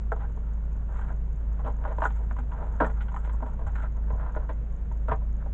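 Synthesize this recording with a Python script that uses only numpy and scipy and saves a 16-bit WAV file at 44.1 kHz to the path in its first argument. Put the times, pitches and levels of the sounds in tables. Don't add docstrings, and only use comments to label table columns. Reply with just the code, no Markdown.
import sys
import numpy as np
from scipy import signal
from scipy.fft import rfft, irfft, next_fast_len
from scipy.io import wavfile
from scipy.ndimage import map_coordinates

SR = 44100
rng = np.random.default_rng(int(sys.argv[2]) if len(sys.argv) > 2 else 0)


def volts_from_db(level):
    exponent = np.asarray(level, float) / 20
    return 10 ** exponent


def transcribe(signal):
    frames = np.atleast_2d(signal).T
    limited = np.clip(frames, -1, 1)
    pcm = np.round(limited * 32767).astype(np.int16)
    wavfile.write(sys.argv[1], SR, pcm)


N = 243873

# (frequency [Hz], width [Hz], level [dB])
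SHELL = [(290, 60, -11), (444.4, 46, -6), (600.7, 76, -2.5), (781, 52, -3), (900.6, 67.6, 1),
         (1050, 174, -3.5), (1344, 178, -2), (1566, 380, -7), (1898, 80, -13.5)]
# (frequency [Hz], density [dB per Hz])
GRIT = [(1500, -26.5), (1950, 6), (2500, -6.5), (3300, -9.5), (4000, -17.5), (4500, -28), (5200, -33.5),
        (5800, -59.5)]
# (frequency [Hz], density [dB per Hz])
PORT = [(5200, -32.5), (6000, -15.5), (6600, -8.5), (7300, -6), (8000, -12), (8700, -29), (9200, -70)]
SHELL_HZ = np.transpose(SHELL)[0]
HUSH_S = 0.003
CRUST_PER_THIN = 0.86


def unit(x):
    return x / np.sqrt(np.mean(x ** 2) + 1e-20)


def along(points, hz):
    f, v = np.transpose(points)
    return np.interp(np.log(hz + 1), np.log(f + 1), v)


def wobble(rate):
    knots = rng.standard_normal(int(N * rate / SR) + 4)
    return map_coordinates(knots, [np.arange(N) * rate / SR])


def filtered(x, response):
    m = next_fast_len(len(x) + SR // 16)
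    gain = response(np.fft.rfftfreq(m, 1 / SR))
    gain = gain / np.sqrt(np.mean(np.abs(gain) ** 2))
    return irfft(rfft(x, m) * gain, m)[:len(x)]


def colour(points):
    closed = points + [(points[-1][0] * 1.2, -120)]
    return lambda hz: volts_from_db(along(closed, hz))


def shell(extra_db):
    centre, width, db = np.transpose(SHELL)[:, :, None]
    sign = (-1) ** np.arange(len(SHELL))[:, None]
    strength = sign * volts_from_db(db + extra_db[:, None])

    def response(f):
        damping = 1j * f * width
        modes = np.sum(strength * damping / (centre * centre - f * f + damping), axis=0)
        mass = 1 / (1 + 1j * f / 1450 - (f / 2000) ** 2) ** 2
        stiffness = (1j * f / 200) / (1 + 1j * f / 200)
        return modes * mass * stiffness ** 2
    return response


def mode_lift(deep_db, thin_db):
    return np.where(SHELL_HZ < 700, deep_db, np.where(SHELL_HZ > 1150, thin_db, 0))


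def dry_mud(dry_db):
    return -3 - 0.67 * dry_db, -6 + 0.87 * dry_db


def burst(t60, rise, rough_db):
    t = np.arange(SR // 9) / SR
    lumps = np.repeat(rng.standard_normal(len(t) // 64 + 1), 64)[:len(t)]
    envelope = volts_from_db(rough_db * lumps - 60 * t / t60) * (1 - np.exp(-t / rise))
    force = rng.standard_normal(len(t)) * envelope
    return np.pad(force, (round(HUSH_S * SR), 0))


def laid(pieces):
    out = np.zeros(N + SR)
    for s, piece, db in pieces:
        out[round(s * SR):][:len(piece)] += piece * volts_from_db(db) / np.abs(piece).max()
    return out[:N]


def motor():
    # (order [turns], level [dB rms])
    orders = [(1, -37.5), (2, -29), (3, -79), (5, -52.5), (6, -53.5), (7, -59.5), (8, -56.5), (9, -72)]
    shaft_hz = 26.68
    turn = 2 * np.pi * shaft_hz * np.arange(N) / SR + 0.33 * wobble(1.498)
    hum = np.zeros(N)
    for k, db in orders:
        strength = np.sqrt(2) * volts_from_db(db + 1.4 * wobble(6.6))
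        hum += strength * np.cos(round(k) * turn + 0.6867 * k * k)
    return hum


def floor():
    # (frequency [Hz], density [dB per Hz])
    ground = [(8, -33.5), (15, 14.5), (38, 4), (65, 6.5), (100, -0.5), (160, -3), (230, -11.5), (350, -18),
              (480, -16.5), (800, -25), (1600, -32), (2500, -41.5), (3900, -51.5), (4700, -65.5)]
    # (frequency [Hz], density [dB per Hz])
    hiss = [(4500, -19.5), (5400, -17), (6100, -11.5), (6700, -2), (7400, -15.5), (8200, -20.5),
            (8900, -28.5), (9300, -70)]
    rumble = filtered(rng.standard_normal(N) * volts_from_db(0.3 * wobble(9.3)), colour(ground))
    return volts_from_db(-38.0) * rumble + volts_from_db(-82.5) * filtered(rng.standard_normal(N), colour(hiss))


def rubbing():
    # (time [s], pressure as crumble [dB], sliding speed as grit [dB])
    rub = [(0, -56.5, -78), (.88, -56, -79.5), (.97, -49, -60), (1.31, -60, -82.5), (1.618, -49.5, -77),
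           (1.849, -48, -75), (2.06, -41, -59), (2.12, -51, -65), (2.42, -54, -74.5), (2.789, -44.5, -69),
           (2.881, -50.5, -67.5), (3.7, -50, -78.5), (3.77, -51.5, -60.5), (3.991, -54, -83),
           (4.36, -44.5, -74), (4.561, -60, -80.5), (5.072, -67.5, -83), (5.25, -58.5, -82)]
    s, *levels = np.transpose(rub)
    crumble_db, grit_db = [np.interp(np.arange(N) / SR, s, level) for level in levels]
    rustle_db = -87 + 0.58 * (grit_db + 78)
    clumps = 2.5 * wobble(45) + 3.5 * wobble(220)

    def grains(depth):
        return unit(rng.standard_normal(N) * volts_from_db(depth * clumps))
    body = volts_from_db(crumble_db - 6.5) * filtered(grains(0.92), shell(np.zeros(len(SHELL))))
    grit = volts_from_db(grit_db - 5.5) * filtered(grains(0.74), colour(GRIT))
    rustle = volts_from_db(rustle_db + 0.5) * filtered(grains(0.87), colour(PORT))
    return body + grit + rustle


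def spits():
    # (time [s], peak [dB])
    bursts = [(.1184, -65.5), (1.0085, -64), (1.3588, -71), (1.6724, -65), (2.002, -62), (2.0287, -58.5),
              (2.0445, -51), (2.064, -54.5), (2.165, -72), (2.389, -63), (2.7485, -79), (2.805, -59.5),
              (2.841, -65), (2.8609, -56.5), (3.02, -63.5), (3.1123, -68.5), (3.1432, -64), (3.163, -63),
              (3.1887, -63.5), (3.252, -64), (3.3296, -62.5), (3.464, -67), (3.4937, -70), (3.667, -59.5),
              (3.7519, -66), (3.8236, -64), (4.4897, -68), (5.084, -65), (5.119, -68)]
    pieces = []
    for s, db in bursts:
        dust = burst(t60=0.052, rise=0.0041, rough_db=2.5)
        pieces.append((s - HUSH_S - 0.001, filtered(dust, colour(PORT)), db + 1.5))
    return laid(pieces)


def breaks():
    # (time [s], peak [dB], deep modes [dB], thin modes [dB], t60 [s])
    tubes = [(0.1198, -15, 4, -5.5, 0.061), (1.644, -27, 7, -8, 0.29), (1.659, -25, 0, -8, 0.31),
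             (1.84, -32, 2.5, -1, 0.021), (1.851, -21.5, -3.5, -6, 0.11), (1.875, -27.5, 10, -3, .19),
             (1.984, -19.5, -1.5, -11, 0.035), (2.005, -28, 0, -5, 0.035), (2.02, -15, -6.5, -5, 0.13),
             (2.038, -16, -21, -6, 0.087), (2.054, -12, -3.5, 0, 0.1), (2.803, -9, 4, -1.5, .3),
             (2.845, -20.5, -2, -1, 0.16), (2.862, -25, 0.5, -9, 0.29), (2.898, -30, 6.5, -.5, 0.14),
             (3.142, -27, -3, -6, 0.07), (3.164, -25, -21.5, -7.5, 0.058), (3.424, -26, 3.5, -9, 0.17),
             (4.103, -26, 3.5, -7, 0.11), (4.364, -22.5, 7.5, -5, 0.13), (4.492, -25.5, 3.5, -1.5, 0.21),
             (5.083, -19, -1, -5, 0.27), (5.115, -12.5, -2, -6, 0.19), (5.14, -31.5, 5, -29, 0.22)]
    # (time [s], peak [dB], dryness [dB], t60
    # [s])
    more_breaks = [(0.163, -33, -3.5, 0.1), (.204, -38, 3, 0.14), (.374, -37, -9, .1), (1.015, -39, 7, 0.15),
                   (1.102, -34, -10, .22), (1.592, -34.5, -2, .15), (1.677, -23, -10.5, 0.11),
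                   (1.7, -32, -9, 0.12), (1.915, -39, -10, 0.19), (2.105, -33, 4, 0.084), (2.311, -28, 2, 0.055),
                   (2.364, -33, 3.5, 0.14), (2.386, -30.5, 4, 0.16), (2.518, -31.5, 1, 0.16),
                   (3.007, -35.5, 18, 0.17), (3.084, -37.5, 8, 0.13), (3.117, -36, -1.5, 0.17),
                   (3.246, -33.5, 7, 0.18), (3.274, -31, -1, 0.061), (3.294, -30.5, 8.5, 0.1),
                   (3.403, -36, -5, 0.045), (3.46, -31.5, -3, 0.25), (3.592, -32.5, -4.5, 0.091),
                   (3.666, -32.5, 5.5, 0.2), (3.756, -32.5, 12, 0.087), (3.834, -30.5, 0, 0.14),
                   (4.35, -30, 6, 0.039), (4.913, -34.5, -3.5, 0.089), (5.217, -40.5, -11, .2),
                   (5.461, -32, -9.5, 0.074)]
    return tubes + [(s, db, *dry_mud(dry_db), t60) for s, db, dry_db, t60 in more_breaks]


def snaps():
    pieces = []
    for s, db, deep_db, thin_db, t60 in breaks():
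        brittle_db = -23.5 + CRUST_PER_THIN * thin_db - 0.48 * (db + 35)
        life = np.clip(0.45 * t60, 0.008, 0.12)
        blow = burst(life, rise=0.015 * life + 0.00055, rough_db=2.0)
        blow[round((HUSH_S + 0.001) * SR)] += 4.6
        crust = burst(1.2 * life, rise=0.00069, rough_db=-2.0)
        extra_db = mode_lift(deep_db + 2.5, thin_db + 2.5) + rng.normal(0, 1.0, len(SHELL))
        pieces.append((s - HUSH_S - 0.002, filtered(blow, shell(extra_db)), db - 3.05))
        pieces.append((s - HUSH_S - 0.001, filtered(crust, colour(GRIT)), db + brittle_db + 7.0))
    return laid(pieces)


def ticks():
    spikes = [.1245, .163, .326, .3595, .536, .726, .764, .927, .971]
    cycle_s, jitter_s, level_db, scatter_db = 1, 0.0027, -59.5, 1.1
    t = np.arange(200) / SR
    ring = np.sin(2 * np.pi * 6700 * t) * volts_from_db(-60 * t / 0.0036) * (1 - np.exp(-t / 0.0004)) ** 2
    times = np.add.outer(cycle_s * np.arange(6), spikes).ravel()
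    times = times[times < N / SR]
    late, hard = rng.standard_normal((len(times), 2)).T
    times = times + jitter_s * late
    levels_db = level_db + scatter_db * hard
    return laid([(s, ring, db) for s, db in zip(times, levels_db)])


def scrapes():
    # (time [s], length [s], level [dB rms], dryness [dB])
    drags = [(0.191, 0.052, -47, 5.5), (.452, 0.065, -60, 6), (0.878, 0.018, -52, 2),
             (0.912, .21, -50.5, 5.5), (1.785, 0.075, -53, -8.5), (1.883, .04, -45, 1),
             (2.188, 0.044, -52.5, -7), (2.53, 0.096, -47.5, 1), (2.596, 0.082, -46.5, -5),
             (2.743, 0.018, -51.5, 0), (2.959, 0.055, -52, 7), (3.187, 0.04, -56.5, 8.5),
             (3.328, 0.032, -50, 1.5), (3.602, 0.029, -47.5, -4.5), (3.755, .1, -48.5, 9.5),
             (3.957, 0.026, -52, -2), (4.124, 0.027, -43, -6.5), (4.188, 0.1, -45.5, 3),
             (4.385, 0.06, -50.5, 0.5), (5.398, 0.024, -50.5, 6)]
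    attack_s, t60_s = 0.005, 0.08
    t, out = np.arange(SR // 2) / SR, np.zeros(N + SR)
    jerks = volts_from_db(1.8 * wobble(80) + 3.3 * wobble(400))
    force = unit(jerks * rng.standard_normal((2, N)))
    force = np.pad(force, ((0, 0), (0, SR)))
    for s, length, db, dry_db in drags:
        deep_db, thin_db = dry_mud(dry_db)
        extra_db = mode_lift(deep_db + 6.0, thin_db + 2.5)
        release_db = -60 * np.maximum(t - length, 0) / t60_s
        stroke = (1 - np.exp(-t / attack_s)) * volts_from_db(db + release_db)
        body, crust = stroke * force[:, round(s * SR):][:, :len(t)]
        crust_db = -19 + CRUST_PER_THIN * thin_db
        drag = filtered(body, shell(extra_db)) + volts_from_db(crust_db) * filtered(crust, colour(GRIT))
        out[round(s * SR):][:len(t)] += drag
    return out[:N]


def thuds():
    # (time [s], peak [dB], frequency [Hz], t60 [s])
    pushes = [(1.656, -39, 247, 0.21), (2.388, -40, 247, 0.18), (2.813, -30, 241, 0.23),
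              (2.83, -33.5, 169.9, 0.27), (2.931, -47.5, 104, 0.22), (3.421, -37, 249, 0.16),
              (3.652, -32.5, 80.6, 0.43), (4.11, -37.5, 138.7, 0.3), (4.13, -29, 87, 0.15),
              (5.09, -36.5, 256, 0.093), (5.091, -28, 78, 0.33), (5.118, -26.5, 130.5, 0.098)]
    t = np.arange(SR // 4) / SR
    pieces = []
    for s, db, hz, t60 in pushes:
        envelope = volts_from_db(-60 * t / t60) * (1 - np.exp(-t / 0.0032))
        pieces.append((s, np.sin(2 * np.pi * hz * t) * envelope, db))
    return laid(pieces)


def crawlspace(x):
    # (frequency [Hz], t60 [s])
    decay = [(200, 0.11), (1000, 0.066), (4000, 0.073), (9000, 0.007)]
    hz, t, z = signal.stft(rng.standard_normal(SR // 3), SR, nperseg=256)
    fade = volts_from_db(-60 * t / along(decay, hz)[:, None])
    tail = signal.istft(z * fade, SR, nperseg=256)[1]
    delayed = np.pad(x, (200, 0))
    return signal.fftconvolve(delayed, tail / np.linalg.norm(tail))[:N]


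def scene():
    background = motor() + floor() + ticks()
    hand = spits() + snaps() + scrapes()
    echo = volts_from_db(-11.5) * crawlspace(hand)
    return (background + rubbing() + hand + echo + thuds())[None]


def top_cut(x):
    return signal.sosfilt(signal.butter(12, 8900, fs=SR, output="sos"), x)


def record(dry):
    return top_cut(dry)


dry = scene()
out = record(dry)
transcribe(out)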